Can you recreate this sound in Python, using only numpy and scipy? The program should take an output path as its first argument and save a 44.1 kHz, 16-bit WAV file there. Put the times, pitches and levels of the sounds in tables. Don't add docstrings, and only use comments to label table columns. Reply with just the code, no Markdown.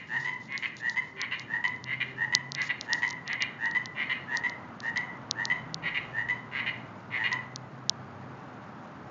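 import sys
import numpy as np
from scipy import signal
from scipy.fft import rfft, irfft, next_fast_len
from scipy.io import wavfile
from scipy.ndimage import uniform_filter1d, map_coordinates

SR = 44100
rng = np.random.default_rng(int(sys.argv[2]) if len(sys.argv) > 2 else 0)


def unload_wav(signal):
    wavfile.write(
        sys.argv[1],
        SR,
        np.round(np.clip(np.atleast_2d(signal).T, -1, 1) * 32767).astype(np.int16),
    )


def amplitude_ratio(level_db):
    exponent = np.asarray(level_db, float) / 20
    return 10 ** exponent


N = 401310

# second_note_start_s, second_note_peak_db, first_note_rel_db, second_note_length_s
DEEP_CALLS = [(0.2467, -24, 0.5, 0.053), (0.9602, -19, -4, 0.032), (1.6406, -18, -6, 0.027),
              (2.3246, -20, -2.5, 0.029), (3.0214, -19, -3.5, 0.036), (3.749, -17, -5.5, 0.026),
              (4.4364, -20, -3.5, 0.035), (4.9592, -21, -4, 0.028), (5.5, -17.5, -7.5, 0.03),
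              (6.287, -19.5, -4.5, 0.033), (7.3157, -20.5, -5, 0.026)]
# second_note_start_s, second_note_peak_db, first_note_rel_db, second_note_length_s
RASPY_CALLS = [
    (-0.069, -27.5, -7, 0.059),
    (0.6249, -22.5, -4.5, 0.042),
    (1.3121, -23, -3.5, 0.038),
    (2.0028, -20, -4.5, 0.029),
    (2.6924, -19, -4, 0.024),
    (3.4052, -19.5, -5, 0.035),
    (4.0969, -19.5, -4, 0.036),
    (5.9456, -21, -2.3, 0.039),
    (6.6623, -21.5, -2.7, 0.036),
    (7.2393, -20.5, -3.5, 0.041),
]
HURRIED_CUTS = {4.9592: .02, 5.5: .017, 5.9456: .026, 7.2393: .013}
# resonance_hz, width_hz, level_db
DEEP_SAC = [(1001.6, 85, -10), (2015, 90, 4), (2550, 600, -26.5), (3020, 95, -20), (3830, 280, -32.5),
            (4900, 210, -38.5), (6520, 64, -37), (7700, 1300, -43)]
# resonance_hz, width_hz, level_db
RASPY_SAC = [(1080, 170, -13), (1696, 44, -8), (2057, 199, 3.5), (2476, 110, -7), (2610, 280, -18),
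             (2868, 180, -8.5), (3840, 130, -21), (4266, 120, -24.5), (6500, 310, -45)]
DEEP_TUNING = (0.8685, 0.962, 0.9765, 1.006)
RASPY_TUNING = (0.969, 1.007, 0.971, 0.997)
# frequency_hz, t60_s
YARD_DECAY = [(800, 1), (2000, 0.47), (4000, 0.5), (7000, 0.38)]
# delay_s, spread_s, level_db
FAR_WALL = (.062, 0.04, -9.5)
# time_s, peak_db
SHELL_TICKS = [(0.4571, -43), (0.524, -37.3), (0.5781, -19.3), (0.8973, -21), (1.2161, -15.2),
               (1.3964, -24.5), (1.6804, -26.8), (1.7625, -43.9), (1.8418, -24.7), (2.3511, -0.1),
               (2.5202, -17.2), (2.55, -16.7), (2.618, -20.1), (2.8117, -16.4), (2.9327, -9.1),
               (3.2784, -21.7), (3.3315, -22.8), (3.4231, -13.4), (3.6579, -28.9), (3.7126, -29.4),
               (3.8583, -21.4), (4.4969, -26.1), (4.8042, -25.9), (4.9749, -19), (5.0115, -40.8),
               (5.3117, -7.7), (5.4546, -12.2), (5.7445, -13.2), (7.3295, -19.5), (7.896, -2.8)]
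# time_s, peak_db
SEAM_SLIPS = [
    (0.342, -44.6),
    (0.7684, -31.8),
    (3.0651, -38.6),
    (3.0792, -28.9),
    (3.0915, -29.1),
    (3.103, -28.7),
    (3.1079, -21.8),
    (3.1289, -34.3),
    (4.3716, -16.1),
    (7.5604, -18.5),
]
# start_s, length_s, level_db
SLEEVE_BRUSHES = [(0, 0.021, -89), (0.066, 0.13, -66), (0.196, 0.065, -51.5), (0.306, 0.037, -67),
                  (0.404, 0.075, -62), (0.577, 0.026, -53), (0.602, 0.085, -58), (0.771, 0.039, -52),
                  (0.853, 0.042, -62), (0.89, 0.058, -53), (1.018, 0.1, -68.5), (1.386, .04, -60),
                  (2.54, 0.012, -64.5), (2.619, 0.066, -46.5), (2.805, 0.06, -59.5), (2.924, 0.077, -50),
                  (2.998, 0.084, -59), (3.272, 0.05, -68.5), (4.347, 0.052, -54.5), (4.46, 0.042, -60),
                  (4.825, 0.077, -57), (5.431, 0.079, -64)]
# frequency_hz, level_db_per_hz
CLOTH_SPECTRUM = [(2500, -25.5), (3600, 0.5), (4500, 0), (6000, -3.5), (7000, -2.5)]
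# time_s, tyre_roar_db
TRAFFIC_SWELL = [(0, -58.5), (.6, -57.5), (1.2, -56), (1.6, -53), (1.95, -54.5), (2.35, -52.5),
                 (2.9, -50.5), (3.6, -50.5), (4.1, -48.5), (4.45, -46.5), (5.1, -46.5), (5.7, -46),
                 (6.2, -48.5), (6.9, -47.5), (7.25, -48.5), (7.7, -48.5), (9.1, -47)]
# frequency_hz, level_db_per_hz
RUMBLE_SPECTRUM = [(15, -78.5), (25, -50.5), (86, -8.5), (101, -5.5), (120, 1), (199, -2), (243, -1),
                   (339, -8), (539, -14), (600, -11), (780, -38.5), (1320, -120)]
# frequency_hz, level_db_per_hz
TYRE_SPECTRUM = [(210, -20.5), (350, -9), (526, -7), (598, -4), (781, -1), (1280, -2.5), (2010, -12),
                 (2400, -17.5), (3020, -21.5), (6560, -45.5), (7360, -63), (9570, -84), (16200, -120)]
# start_s, length_s, first_hz, last_hz, level_db
ENGINE_NOTES = [(0.083, 0.31, 134.5, 141, -52.5), (0.118, 0.25, 368, 375.5, -59),
                (1.07, .2, 388, 393, -58.5), (1.743, 1.1, 125, 141, -49.5), (1.98, 0.25, 396, 393, -57.5),
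                (5.12, 0.82, 119, 131.3, -55.5), (5.45, 0.63, 164, 154.5, -52),
                (5.5, 0.92, 57, 60.4, -65.5), (5.9, 1.0, 121.2, 120.3, -52), (6.803, 1.57, 108.9, 97, -58),
                (7.206, 1.25, 127, 131.2, -52)]

SAC_MAX_HZ = 2200
DEEP_LEAD_S, RASPY_LEAD_S = 0.16, 0.148
TICK_HZ, TICK_HZ_PER_DB = 4550, 12
TREBLE_DB, TREBLE_DB_PER_DB, DULLEST_DB = -6.5, 0.22, -10.5
SLIP_HZ, SLIP_TREBLE_DB = 4620, -3.5
RUMBLE_DB, RUMBLE_FOLLOW_RATIO = -49, 0.38
ENGINE_FADE_S = 0.092
TOP_HZ = 6980


def frog(calls, usual_lead_s, gap_s, sac, tuning, pulse_hz, jitter, swell_db, echo_db, gain_db, taut,
         bright_db, treble_swell):
    track = np.zeros(N + 2 * SR)
    taut_sac = [(hz, width_hz * taut, db + bright_db * (hz > SAC_MAX_HZ)) for hz, width_hz, db in sac]

    def loudness(x, length_s):
        return 3 * np.sqrt(np.mean(x[:round((length_s + 0.01) * SR)] ** 2))

    for s, db, first_db, second_s in calls:
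        lead_s = usual_lead_s - sum(cut_s for at_s, cut_s in HURRIED_CUTS.items() if abs(at_s - s) < 0.05)
        first_s = lead_s - gap_s
        pace_hz = pulse_hz * (1 + 0.05 * rng.standard_normal())
        first = throat_pulses(sac, first_s, pace_hz, tuning[:2], swell_db[0], treble_swell, jitter)
        second = throat_pulses(taut_sac, second_s, pace_hz * 0.97, tuning[2:], swell_db[1], 0.35, jitter)
        first = yard(first, *echo_db)
        second = yard(second, *echo_db)
        add(track, s - lead_s, amplitude_ratio(db + first_db + gain_db) * first / loudness(first, first_s))
        add(track, s, amplitude_ratio(db + gain_db) * second / loudness(second, second_s))
    return track[SR:SR + N]


def throat_pulses(sac, length_s, pulse_hz, tuning, swell_db, treble_swell, jitter):
    t = np.arange(SR // 6) / SR
    chance = rng.standard_normal((20, 2 + 2 * len(sac)))
    pulse = np.arange(20)
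    start_s = (pulse + jitter * chance[:, 0] * (pulse > 0)) / pulse_hz
    filled = start_s / length_s
    swell = -swell_db * (1 - filled / 0.69) ** 2
    tune = tuning[0] + (tuning[1] - tuning[0]) * filled
    within_note = np.clip(pulse_hz * (length_s - start_s), 0, 1)
    age_s = np.clip(t - start_s[:, None], 0, None)
    x = 0
    for (hz, width_hz, db), detune, scatter in zip(sac, chance[:, 2::2].T, chance[:, 3::2].T):
        share = 1 if hz < SAC_MAX_HZ else treble_swell
        size = amplitude_ratio(db + share * swell + 0.9 * (chance[:, 1] + scatter)) * within_note
        u = 1.5 * np.pi * width_hz * age_s
        envelope = width_hz * u * np.exp(-u)
        pitch_hz = hz * (tune + 0.089 * jitter * detune)[:, None]
        x = x + size @ (envelope * np.sin(2 * np.pi * pitch_hz * age_s))
    return x


def yard(x, wet_db, near_db, wall_db):
    hz, t, z = signal.stft(rng.standard_normal(SR // 2), SR, nperseg=128)
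    decay_db = -60 * t / along(YARD_DECAY, hz)[:, None]
    tail = unit(signal.istft(z * amplitude_ratio(decay_db), SR, nperseg=128)[1])
    t = np.arange(len(tail)) / SR
    near = unit(rng.standard_normal(len(t)) * amplitude_ratio(-60 * t / 0.055))
    delay_s, spread_s, far_db = FAR_WALL
    wall = unit(rng.standard_normal(len(t)) * np.exp(-((t - delay_s) / spread_s) ** 2))
    echo = amplitude_ratio(wet_db) * tail + amplitude_ratio(near_db) * near + amplitude_ratio(wall_db + far_db) * wall
    echo /= np.sqrt(len(t))
    echo[0] += 1
    return signal.fftconvolve(x, echo)


def ticks():
    track = np.zeros(N + 2 * SR)
    t = np.arange(-SR // 500, SR // 100) / SR

    def pop(hz, late_s, life_s):
        age_s = t - late_s
        return -np.exp(-(age_s / life_s) ** 2) * np.cos(2 * np.pi * hz * age_s + rng.normal(0, 0.5))

    slips = [(s, db, SLIP_HZ, SLIP_TREBLE_DB) for s, db in SEAM_SLIPS]
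    for s, db in SHELL_TICKS:
        treble_db = max(TREBLE_DB + TREBLE_DB_PER_DB * db, DULLEST_DB)
        slips.append((s, db, TICK_HZ + TICK_HZ_PER_DB * db, treble_db))
    for s, db, hz, treble_db in slips:
        tick = pop(hz + 50, 0, 0.00021)
        tick += amplitude_ratio(treble_db - 5.5) * pop(6500, 0.00016, 0.00028)
        tick += amplitude_ratio(-14) * pop(hz, 0.0005, 0.0002)
        buzz = amplitude_ratio(-28 - 60 * abs(t) / 0.011) * rng.standard_normal(len(t))
        peak = abs(signal.hilbert(tick)).max()
        add(track, s + t[0], amplitude_ratio(db + 1.5) * (tick / peak + buzz))
    return filtered(track[SR:SR + N], lambda hz: hz ** 6 / (2500 ** 6 + hz ** 6))


def sleeve():
    t = np.arange(N) / SR
    puffs = 0
    for s, length_s, db in SLEEVE_BRUSHES:
        edge_s = np.minimum(t - s, s + length_s - t)
        puffs = puffs + amplitude_ratio(db) * np.clip(edge_s / 0.013 + 0.5, 0, 1)
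    grain = unit(amplitude_ratio(1.8 * wobble(200)) * rush(CLOTH_SPECTRUM, patchy_db=1))
    return (amplitude_ratio(2.0) * puffs + amplitude_ratio(-66)) * grain


def traffic():
    t = np.arange(N) / SR
    time_s, roar_db = np.transpose(TRAFFIC_SWELL)
    tyres_db = np.interp(t, time_s, roar_db)
    rumble_db = RUMBLE_DB + RUMBLE_FOLLOW_RATIO * (tyres_db - tyres_db.mean())
    road = amplitude_ratio(rumble_db + 0.4 * wobble(14.0)) * rush(RUMBLE_SPECTRUM, patchy_db=0.12)
    road += amplitude_ratio(tyres_db - 1.0 + 0.42 * wobble(3.1)) * rush(TYRE_SPECTRUM, patchy_db=-0.5)
    for s, length_s, first_hz, last_hz, db in ENGINE_NOTES:
        hz = np.interp(t, [s, s + length_s], [first_hz, last_hz]) + 0.8 * wobble(8)
        fade = np.clip(np.minimum(t - s, s + length_s - t) / ENGINE_FADE_S, 0, 1)
        tone = np.sin(2 * np.pi * np.cumsum(hz) / SR)
        road += np.sqrt(2) * fade * amplitude_ratio(db + 1.5 * wobble(4)) * tone
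    return road


def rush(spectrum, patchy_db):
    z = signal.stft(rng.standard_normal(N + SR), nperseg=512)[2]
    field = uniform_filter1d(rng.standard_normal(z.shape), size=6, axis=0)
    field = uniform_filter1d(field, size=14, axis=1)
    noise = signal.istft(z * amplitude_ratio(patchy_db * unit(field)), nperseg=512)[1][:N]
    return unit(filtered(noise, lambda hz: amplitude_ratio(along(spectrum, hz))))


def wobble(rate_hz):
    knots = rng.standard_normal(int(N * rate_hz / SR) + 4)
    return map_coordinates(knots, [np.arange(N) * rate_hz / SR])


def filtered(x, response):
    m = next_fast_len(N + SR // 2)
    return irfft(rfft(x, m) * response(np.fft.rfftfreq(m, 1 / SR)), m)[..., :N]


def along(points, hz):
    f, v = np.transpose(points)
    return np.interp(np.log(hz + 1), np.log(f + 1), v)


def unit(x):
    return x / np.sqrt(np.mean(x ** 2) + 1e-20)


def add(track, s, x):
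    track[round((s + 1) * SR):][:len(x)] += x


def scene():
    deep = frog(DEEP_CALLS, DEEP_LEAD_S, 0.064, DEEP_SAC, DEEP_TUNING, pulse_hz=114, jitter=0.0803,
                swell_db=(18, 5), echo_db=(-3.5, -5.5, -6), gain_db=1.5, taut=0.86,
                bright_db=3.0, treble_swell=0.88)
    raspy = frog(RASPY_CALLS, RASPY_LEAD_S, 0.055, RASPY_SAC, RASPY_TUNING, pulse_hz=142, jitter=0.13,
                 swell_db=(18, 3.5), echo_db=(-2.5, 0, -9), gain_db=0.5, taut=0.96,
                 bright_db=5.0, treble_swell=0.75)
    return (deep + raspy + ticks() + sleeve() + traffic())[None]


def band_limit(x):
    return signal.sosfilt(signal.butter(12, 15800, fs=SR, output="sos"), x)


def record(dry):
    x = filtered(dry, lambda hz: hz ** 4 / (33 ** 4 + hz ** 4) / np.sqrt(1 + (hz / TOP_HZ) ** 60))
    x = np.clip(x, -0.96, 0.98)
    x = x + amplitude_ratio(-94.5) * rng.standard_normal(x.shape)
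    return band_limit(x)


dry = scene()
out = record(dry)
unload_wav(out)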